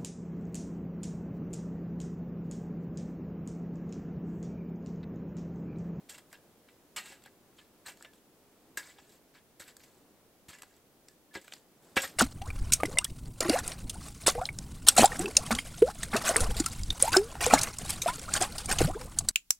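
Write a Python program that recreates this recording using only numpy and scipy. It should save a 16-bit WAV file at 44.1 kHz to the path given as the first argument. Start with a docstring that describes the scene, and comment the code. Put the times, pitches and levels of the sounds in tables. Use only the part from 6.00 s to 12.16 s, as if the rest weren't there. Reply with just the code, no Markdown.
"""In front of an open log shelter in a quiet wood, a small metal shovel chops and scrapes packed snow.
Random showers of breaking crystals are filtered into crunch, fizz and the ringing modes of the blade.
Hard blows excite low, heavily damped modes of the pack; sparse echoes return from walls and trunks.
A far murmur and recorder hiss, both filtered noise, lie under it.
Near the end the microphone stands much closer."""
import sys
import numpy as np
from scipy import signal
from scipy.io import wavfile
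from scipy.ndimage import uniform_filter1d

SR = 44100
rng = np.random.default_rng(int(sys.argv[2]) if len(sys.argv) > 2 else 0)


def store_pcm(level_fs):
    """Save levels as 16-bit WAV."""
    pcm = np.round(np.clip(level_fs, -1, 1) * 32767).astype(np.int16)
    wavfile.write(sys.argv[1], SR, np.atleast_2d(pcm).T)


N = 271803  # length [samples]

# modes of the blade, damped by snow: (frequency [Hz], relative level [dB], nominal decay time T60 [s])
BLADE = [(582, -22, 0.17), (863, -1.5, 0.15), (964, -1.5, 0.026), (1010, 9.5, 0.055), (1240, -29, 0.096),
         (1658.5, 15, 0.037), (1733, -1.5, 0.12), (1865, -10, 0.11), (1993, 11, 0.063), (2270, 16.5, 0.018),
         (2719, 14.5, 0.022), (2910, -23.5, 0.017), (3530, 5, 0.025), (3650, -3, 0.058), (4300, -26, 0.052),
         (4770, 2, 0.11), (5580, 0, 0.076), (7320, -2, 0.078), (7630, -10, .07), (7600, -12, 0.036),
         (7900, 7.5, 0.078)]
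# spectrum of the fizz of fine crystals: (frequency [Hz], relative level per Hz [dB])
FIZZ = [(2200, -19.5), (3300, -4.5), (4500, -3), (6200, -7.5), (7700, 2), (8600, -3.5), (10000, -11),
        (13000, -4.5), (16000, -30)]


def gain_of(db):
    """Level to amplitude: 20 dB is a factor of ten."""
    return 10 ** (np.asarray(db) / 20)


def evened(x):
    """Normalization of a signal to unit RMS."""
    return x / np.sqrt(np.mean(x ** 2, axis=-1, keepdims=True) + 1e-30)


def add(mix, s, sound):
    """Superposition: the sound is summed into the mix from time s [s]."""
    part = mix[..., round(s * SR):][..., :sound.shape[-1]]
    part += sound[..., :part.shape[-1]]


def taps_of(points):
    """Minimum-phase filter of unit energy: the Hilbert transform of the log gain gives the phase."""
    hz, db = np.transpose(points)
    grid = abs(np.fft.fftfreq(8192, 1 / SR))
    log_gain = np.interp(np.log(grid + 1), np.log(hz), db) * np.log(10) / 20
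    spectrum = np.exp(np.conj(signal.hilbert(log_gain)))
    taps = np.fft.ifft(spectrum).real[:4096]
    return taps / np.linalg.norm(taps)


def coloured(x, points):
    """Spectral shaping by convolution, one channel a row."""
    return signal.oaconvolve(x, taps_of(points)[None], axes=1)[:, :N]


def crystals(size, per_s, spread_db):
    """Random impulse process: crystals snap at independent moments, a few of them strongly."""
    chance, sign, rank = rng.random((3, size))
    strength = gain_of(spread_db * np.minimum(-np.log(rank + 1e-9), 4))
    return evened(strength * np.sign(sign - .5) * (chance < per_s / SR))


def grain(hz, cycles):
    """Heavily damped oscillation: a few cycles with a soft start under an envelope of peak 1."""
    u = np.arange(round(3 * cycles / hz * SR) + 8) / SR * hz / cycles * 4  # the envelope peaks at u = 1
    return u * np.exp(1 - u) * np.sin(np.pi / 2 * u * cycles)


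def ringing(hz, db, t60):
    """Modal impulse response: exponentially decaying modes, one a column, unit energy together."""
    t = np.arange(6000)[:, None] / SR
    taps = gain_of(db - 60 * t / t60) * np.sin(2 * np.pi * hz * t)
    return taps / np.linalg.norm(taps)


def murmur():
    """Coherent filtered noise: a far low murmur, nearly alike in both channels, swells slightly."""
    # spectrum of the murmur: (frequency [Hz], relative level per Hz [dB])
    murmur_spectrum = [(20, -36), (50, -12.5), (120, -7), (210, -2.5), (310, -1.5), (450, -4), (900, -12),
                       (2000, -22), (5000, -30)]
    # level about which the murmur swells: (time [s], level [dB])
    murmur_level = [(0, -64), (5.8, -66), (5.83, -62), (6.17, -58.5)]
    t = np.arange(N) / SR
    swell = evened(sum(np.sin(2 * np.pi * (f * t + rng.random())) / np.sqrt(f)
                       for f in np.geomspace(.5, 12, 20)))
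    common, left, right = rng.standard_normal((3, N))
    sound = evened(coloured(common + gain_of(-22.0) * np.array([left, right]), murmur_spectrum))
    return sound * gain_of(np.interp(t, *np.transpose(murmur_level)) + .7 * swell)


def grit(points, count, per_s, cycles, clumpy_db):
    """Granular fracture: each crystal size has its pitch and breaks in clumps of its own."""
    hz, db = np.transpose(points)
    together = evened(uniform_filter1d(rng.standard_normal(N), size=120))
    out = np.zeros(N)
    for pitch in np.geomspace(hz[0], hz[-1], count):
        apart = evened(uniform_filter1d(rng.standard_normal(N // 64 + 1), size=6)).repeat(64)[:N]
        clumps = gain_of(clumpy_db * np.minimum(apart, 1.8) + 0.28 * together)
        snaps = crystals(N, per_s, 0.79) * clumps
        snap = grain(pitch, cycles)
        # equal pitch ratios widen the bands with pitch, hence the square root
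        share = gain_of(np.interp(np.log(pitch), np.log(hz), db)) * np.sqrt(pitch)
        out += share * signal.oaconvolve(snaps, snap / np.linalg.norm(snap))[:N]
    return evened(out)


def chatter(drive, wander_db):
    """Modal coupling: the contact wanders along the edge, so each mode comes and goes by itself."""
    out = np.zeros(N)
    for taps in ringing(*np.transpose(BLADE)).T:
        wander = evened(uniform_filter1d(rng.standard_normal(N // 256 + 1), size=8)).repeat(256)[:N]
        knocks = drive * gain_of(wander_db * wander) * crystals(N, 600, 4.2)
        out += signal.oaconvolve(knocks, taps)[:N]
    return out


def slides():
    """Friction: under the moving edge snow breaks in uneven clumps and keeps the blade ringing a little."""
    # the blade sliding under load: (start [s], length [s], relative pressure at start [dB], at end [dB],
    # fizz against pressure [dB], blade ring against pressure [dB]), all before the mix below
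    strokes = [(0.091, 0.075, -50.5, -59.5, 2.5, 10.5), (0.185, .03, -46, -65, -6, -12),
               (0.302, .018, -66, -62, -1, -6), (0.328, .055, -44, -66, -10.5, -10),
               (0.675, .07, -64, -69, -6, -10), (0.98, 0.041, -38, -60, 0.5, -6),
               (1.022, 0.1, -54.5, -50.5, -1.5, 7), (1.211, 0.053, -72, -47, -16, 1),
               (1.569, .012, -66, -59, -4, -12), (1.585, 0.07, -47.5, -67, -12, -8),
               (1.847, 0.01, -66, -50, -19, 6), (1.861, 0.04, -44, -48, 1, -5),
               (1.964, 0.07, -65, -55.5, -4, -2), (2.048, .03, -42, -67, -14, 1.5),
               (2.13, 0.056, -65, -69, -1, -3), (2.775, 0.069, -32.5, -66, -2, 5),
               (2.823, 0.096, -51, -54.5, -3, 5.5), (2.938, 0.063, -60, -59, -11, 3),
               (2.986, .035, -45, -65, -13, 6), (3.02, 0.15, -67, -62, -2.5, 3),
               (3.34, .04, -55.5, -58.5, -11, 4), (3.601, 0.05, -39, -56, -6, -4),
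               (3.641, 0.06, -56, -50.5, -6.5, 5), (3.797, 0.24, -61.5, -78.5, 2.5, 7.5),
               (4.491, 0.04, -41.5, -53, -7, -7), (4.532, 0.072, -47.5, -72, -2.5, 6),
               (4.622, .03, -45, -61, -20, -1), (4.652, 0.13, -68, -67.5, -2.5, 5),
               (5.08, 0.054, -69, -73, 2, 0), (5.332, .026, -59, -35, -10.5, -4),
               (5.394, .085, -63, -56.5, -3, -6), (5.478, 0.033, -49, -59, -9, -10),
               (5.52, 0.11, -49, -71.5, -1.5, -5), (5.824, 0.11, -68.5, -71.5, 4, 5),
               (5.963, 0.056, -29, -38, -5, 0), (6.021, 0.023, -38, -28, -6.5, -26),
               (6.076, .085, -43.5, -67, -3, -13)]
    # spectrum of snow crushing: (frequency [Hz], relative level per Hz [dB])
    crunch_spectrum = [(300, -27), (600, -2), (1000, -15.5), (1600, 2.5), (2500, -8), (3400, -1),
                       (5000, -9)]
    catch_db_per_s, let_go_db_per_s = 5000, 598  # rise of pressure before a slide, fall after it
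    power = np.zeros((3, N))
    for s, length, start_db, end_db, fizz_db, ring_db in strokes:
        t = np.arange(-.02, length + .1, 1 / SR)
        pressure_db = np.interp(t, [0, length], [start_db, end_db])
        pressure_db = pressure_db + catch_db_per_s * np.minimum(t, 0)
        pressure_db = pressure_db - let_go_db_per_s * np.maximum(t - length, 0)
        levels_db = pressure_db + np.array([[0], [fizz_db], [ring_db]])
        add(power, s + t[0], gain_of(levels_db) ** 2)
    pressure, fizz, ring = np.sqrt(power)
    crunch = pressure * grit(crunch_spectrum, count=14, per_s=500, cycles=4.2, clumpy_db=7.0)
    bright = fizz * grit(FIZZ, count=16, per_s=1500, cycles=7.5, clumpy_db=6.5)
    rung = chatter(ring, wander_db=4.0)
    return gain_of(-9) * crunch + gain_of(-3.5) * bright + gain_of(-16.5) * rung


def burst(db, fizz_db, hz, ring_db, t60, rise, freedom, cycles, thin_db):
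    """Impulsive excitation: a dying shower of snaps crunches, rings the blade's modes and fizzes."""
    t = np.arange(SR // 4) / SR
    shape = (1 - np.exp(-t / max(rise, 1e-4))) ** 2 * gain_of(-60 * t / max(t60, 4e-3))
    shape *= gain_of(db) / shape.max()
    coarse = shape * crystals(len(t), 7000, 0.94)
    fine = shape * crystals(len(t), 11000, 2.2)
    # the blow sets the energy, however the random snaps fall
    coarse, fine = (x * np.linalg.norm(shape) / np.linalg.norm(x) for x in (coarse, fine))
    snap = grain(hz, cycles)
    crunch = signal.fftconvolve(coarse, snap / np.linalg.norm(snap))[:len(t)]
    mode_hz, mode_db, mode_t60 = np.transpose(BLADE)
    mode_db = mode_db - 12 * abs(np.log2(mode_hz / hz))  # the spot that is hit favours modes near one pitch
    rung = signal.fftconvolve(coarse, ringing(mode_hz, mode_db, freedom * mode_t60).sum(1))[:len(t)]
    # thin_db per octave is taken from the lower fizz
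    colour = [(f, level + thin_db * min(np.log2(f / 7700), 0)) for f, level in FIZZ]
    fizz = signal.fftconvolve(fine, taps_of(colour))[:len(t)]
    return gain_of(-18.5) * (crunch + gain_of(ring_db) * rung) + gain_of(fizz_db - 5) * fizz


def blows():
    """Brittle fracture: bites crush a layer of snow, ticks are single clods and ice snapping."""
    # the blade biting into the pack: (time [s], relative crunch level [dB], fizz against crunch [dB],
    # crunch pitch [Hz], blade ring against crunch [dB], shower T60 [s]), levels before the mix in burst
    bites = [(0.0949, -40.5, 2.5, 2050, -1, 0.093), (0.1438, -40.5, -10, 2520, 1, 0.1),
             (0.18, -39.5, -9, 1970, -1.5, 0.067), (0.3433, -43, -24, 1650, 6, 0.056),
             (0.6864, -43, -26, 2840, -2.5, 0.08), (0.9626, -22, -10, 2730, -10, 0.14),
             (0.9756, -27, -23, 2580, -2.5, 0.19), (1.058, -34, -11.5, 2300, -10, 0.12),
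             (1.1202, -42, -11.5, 2530, 0, 0.28), (1.5862, -46, -20, 1330, -14, 0.22),
             (1.8619, -38.5, -9, 1720, 4, 0.22), (1.8814, -38.5, -6, 2530, 9.5, 0.14),
             (2.772, -33.5, 1.5, 1900, 10.5, 0.073), (2.7917, -40, -16, 1660, 0, 0.12),
             (2.9853, -52, -15, 2100, -7, 0.11), (3.093, -50, -7, 4000, -5, 0.12),
             (3.121, -52, -4, 2600, -7, 0.14), (3.3514, -45.5, -20, 1730, 1, 0.19),
             (3.5971, -44.5, 1.5, 1890, 1, 0.14), (3.679, -44, -4.5, 2830, 2.5, 0.13),
             (3.8354, -47, -3, 2160, -3, 0.094), (4.4845, -37.5, -8, 3300, -3, 0.14),
             (4.5306, -41, -17, 2100, -4, 0.22), (4.585, -45.5, -6, 2560, 2.5, 0.086),
             (5.3406, -36.5, -9, 2090, -2, 0.087), (5.3509, -30.5, -19, 1520, 7.5, 0.096),
             (5.414, -49.5, -1.5, 2500, -6, 0.08), (5.443, -48.5, -4, 1770, -1, 0.092),
             (5.564, -40, -20, 3700, -15, 0.051), (5.9676, -12, -16.5, 1630, 7.5, 0.03),
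             (5.9732, -8, -27, 2380, -2, 0.061), (6.0194, -36, 4.5, 2320, -8, 0.11),
             (6.0349, -23, -18, 1910, -1, 0.091)]
    # single lumps giving way: (time [s], relative crunch level [dB], fizz against crunch [dB],
    # crunch pitch [Hz]), levels likewise
    ticks = [(0.3164, -53, -11, 2020), (0.3283, -47, 3, 1900), (0.3302, -38.5, -27, 1670),
             (1.2211, -48, -11, 2930), (1.2373, -45, -6.5, 4150), (1.26, -40, -11, 1590),
             (1.972, -45, -9, 1500), (2.009, -39, -34, 1350), (2.0242, -42, -1.5, 1640),
             (2.0479, -35.5, -31, 1750), (2.1344, -46, -13, 3380), (2.872, -47, -19, 1750),
             (3.61, -41, -7, 1730), (3.7669, -44, 1, 1590), (3.8033, -43.5, -23, 2280),
             (4.6207, -35, -3.5, 3250), (4.6323, -32, -15, 1510), (4.74, -51, -17, 4400),
             (4.765, -60.5, 3, 912), (5.0844, -36.5, -12.5, 4970), (5.4798, -30, -23, 2100),
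             (5.522, -26.5, -34, 2750), (5.5358, -27.5, -14.5, 4070), (6.075, -40.5, -4, 2810)]
    tick_ring_db, tick_t60_s = -3, 0.015  # ring against crunch; decay of the shower
    out = np.zeros(N)
    # rise [s]; freedom: factor on the decay times of the blade's modes
    for s, *bite in bites:
        add(out, s - .001, burst(*bite, rise=0.00059, freedom=0.75, cycles=1.12, thin_db=3.0))
    for s, *tick in ticks:
        sound = burst(*tick, tick_ring_db, tick_t60_s, rise=0.00021, freedom=0.3, cycles=2.9, thin_db=6.0)
        add(out, s, gain_of(4.5) * sound)
    return out


def rings():
    """Free modal decay: after a knock one mode swells fast, shakes with the grit, and snow grips it."""
    # one mode sounding clear: (time [s], level before shaking [dB], pitch near the mode [Hz],
    # time until snow grips the blade [s])
    clear_modes = [(0.328, -62.5, 1730, .06), (0.344, -59, 2720, .045), (0.967, -32, 2262, .036),
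                   (0.964, -45, 1300, 0.033), (0.971, -37, 2880, .025), (.98, -46, 1900, .025),
                   (1.259, -62, 1730, 0.021), (1.603, -62, 1730, 0.023), (1.862, -42.5, 1730, 0.0067),
                   (2.047, -58, 1730, 0.066), (2.05, -62, 3900, .02), (2.049, -60, 2720, .015),
                   (2.771, -29, 1650, 0.0079), (2.774, -39, 2720, 0.013), (2.793, -40, 1650, 0.013),
                   (2.879, -63, 1730, 0.053), (2.99, -68, 1730, .11), (3.352, -67, 1730, 0.041),
                   (4.535, -52, 1730, 0.018), (5.084, -68.5, 1730, .04), (5.31, -60.5, 1730, 0.024),
                   (5.352, -40.5, 1650, 0.054), (5.445, -62, 1730, 0.015), (5.967, -23, 1650, 0.027),
                   (5.972, -17, 2262, 0.014), (5.969, -23.5, 2720, 0.02), (5.984, -41, 5560, 0.04),
                   (6.016, -40, 7700, 0.021), (6.036, -39.5, 1860, 0.023)]
    ring_freedom = 3.1  # factor on the mode's decay time while free
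    grip_t60_s = .032  # T60 of the further decay that the grip adds
    out, t = np.zeros(N), np.arange(SR // 4) / SR
    for s, db, near_hz, free_s in clear_modes:
        hz, _, t60 = min(BLADE, key=lambda mode: abs(np.log(mode[0] / near_hz)))
        shake = evened(uniform_filter1d(rng.standard_normal(len(t)), size=200))
        fade_db = 60 * t / (ring_freedom * t60) + 60 * np.maximum(t - free_s, 0) / grip_t60_s
        tone = np.sin(2 * np.pi * (hz * t + rng.random()) + 0.16 * shake)
        swelling = 1 - np.exp(-t / 0.00072)
        add(out, s, gain_of(db - fade_db + 2.9 * shake) * swelling * tone)
    return out


def thuds():
    """Damped resonance: the pack answers hard blows with low cycles, most in the modes near one pitch."""
    # hard blows that reach the pack: (time [s], relative level [dB], favoured pitch [Hz],
    # relative level of the lowest mode [dB]), to which the levels of the modes are added
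    hits = [(.965, -55, 467, -65), (1.1, -53.5, 420, -72), (1.122, -51.5, 795, -75),
            (1.26, -52.5, 790, -72), (1.866, -65, 385, -63.5), (2.773, -50, 303, -71),
            (2.987, -55, 760, -68), (3.6, -54, 280, -62.5), (4.485, -47, 133, -56.5),
            (5.353, -40, 375, -55.5), (5.357, -43, 820, -75), (5.368, -42, 370, -75),
            (5.966, -28.5, 340, -44), (5.97, -25.5, 660, -55), (6.04, -42.5, 570, -58)]
    # modes of the snow pack: (frequency [Hz], relative level [dB], length [cycles])
    pack = [(87.5, 3.5, 2.1), (136, -2, 1.8), (193, 1.5, 2.4), (345, 4, 4.3), (389, -1, 4),
            (543, -7.5, 17.7), (803, 3, 5.2)]
    fall_db_per_octave = 11  # away from the favoured pitch
    low_hz, low_mode_db, low_cycles = pack[0]
    out = np.zeros(N)
    for s, db, near_hz, low_db in hits:
        add(out, s, gain_of(low_db + low_mode_db) * grain(low_hz, low_cycles))
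        for k, (hz, mode_db, cycles) in enumerate(pack[1:]):
            share_db = mode_db - fall_db_per_octave * abs(np.log2(hz / near_hz))
            add(out, s, (-1) ** k * gain_of(db + share_db) * grain(hz, cycles))
    return out


def shelter(x):
    """Sparse reverberation: walls and trunks return scattered echoes that die away exponentially."""
    t = np.arange(SR // 4) / SR
    taps = np.zeros(len(t))
    at = np.arange(0, len(t) - 20, 20)
    taps[at + rng.integers(0, 20, len(at))] = rng.choice([-1., 1.], len(at))
    taps *= gain_of(-60 * t / 0.2) * (t > .004)  # T60 0.2 s, first echo after 4 ms
    return signal.oaconvolve(x, taps / np.linalg.norm(taps))[:N]


def scene():
    """Superposition of direct sound, echoes and murmur; the far shovel is coloured by distance."""
    # colour of the shovel at a distance: (frequency [Hz], relative level [dB])
    far = [(20, -1.5), (8000, 0.5), (10000, -2), (12500, -3), (16000, 4)]
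    close_s = 5.82  # from here on the microphone stands close
    small_grains = signal.butter(2, 260, "high", fs=SR, output="sos")  # small grains make no bass
    snow = signal.sosfilt(small_grains, blows() + slides())
    shovel = snow + thuds() + rings()
    shovel = np.where(np.arange(N) < close_s * SR, coloured(shovel[None], far)[0], shovel)
    return shovel + gain_of(-13.5) * shelter(shovel) + murmur()


def record(dry):
    """Incoherent noise and band limiting: each channel adds its own hiss, then a low-pass acts."""
    # spectrum of the recorder hiss: (frequency [Hz], relative level per Hz [dB])
    hiss_spectrum = [(20, 8.5), (60, 8), (200, 5), (1000, -1.5), (3000, -2.5), (8000, -4), (13000, -4),
                     (15500, -3)]
    hiss_db, edge_hz = -67, 15850  # hiss level before the band limit; edge of the band
    hiss = gain_of(hiss_db) * coloured(rng.standard_normal((2, N)), hiss_spectrum)
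    low_pass = signal.firwin(511, edge_hz, window=("kaiser", 9), fs=SR)
    return signal.oaconvolve(dry + hiss, low_pass[None], "same")


dry = scene()
out = record(dry)
store_pcm(out)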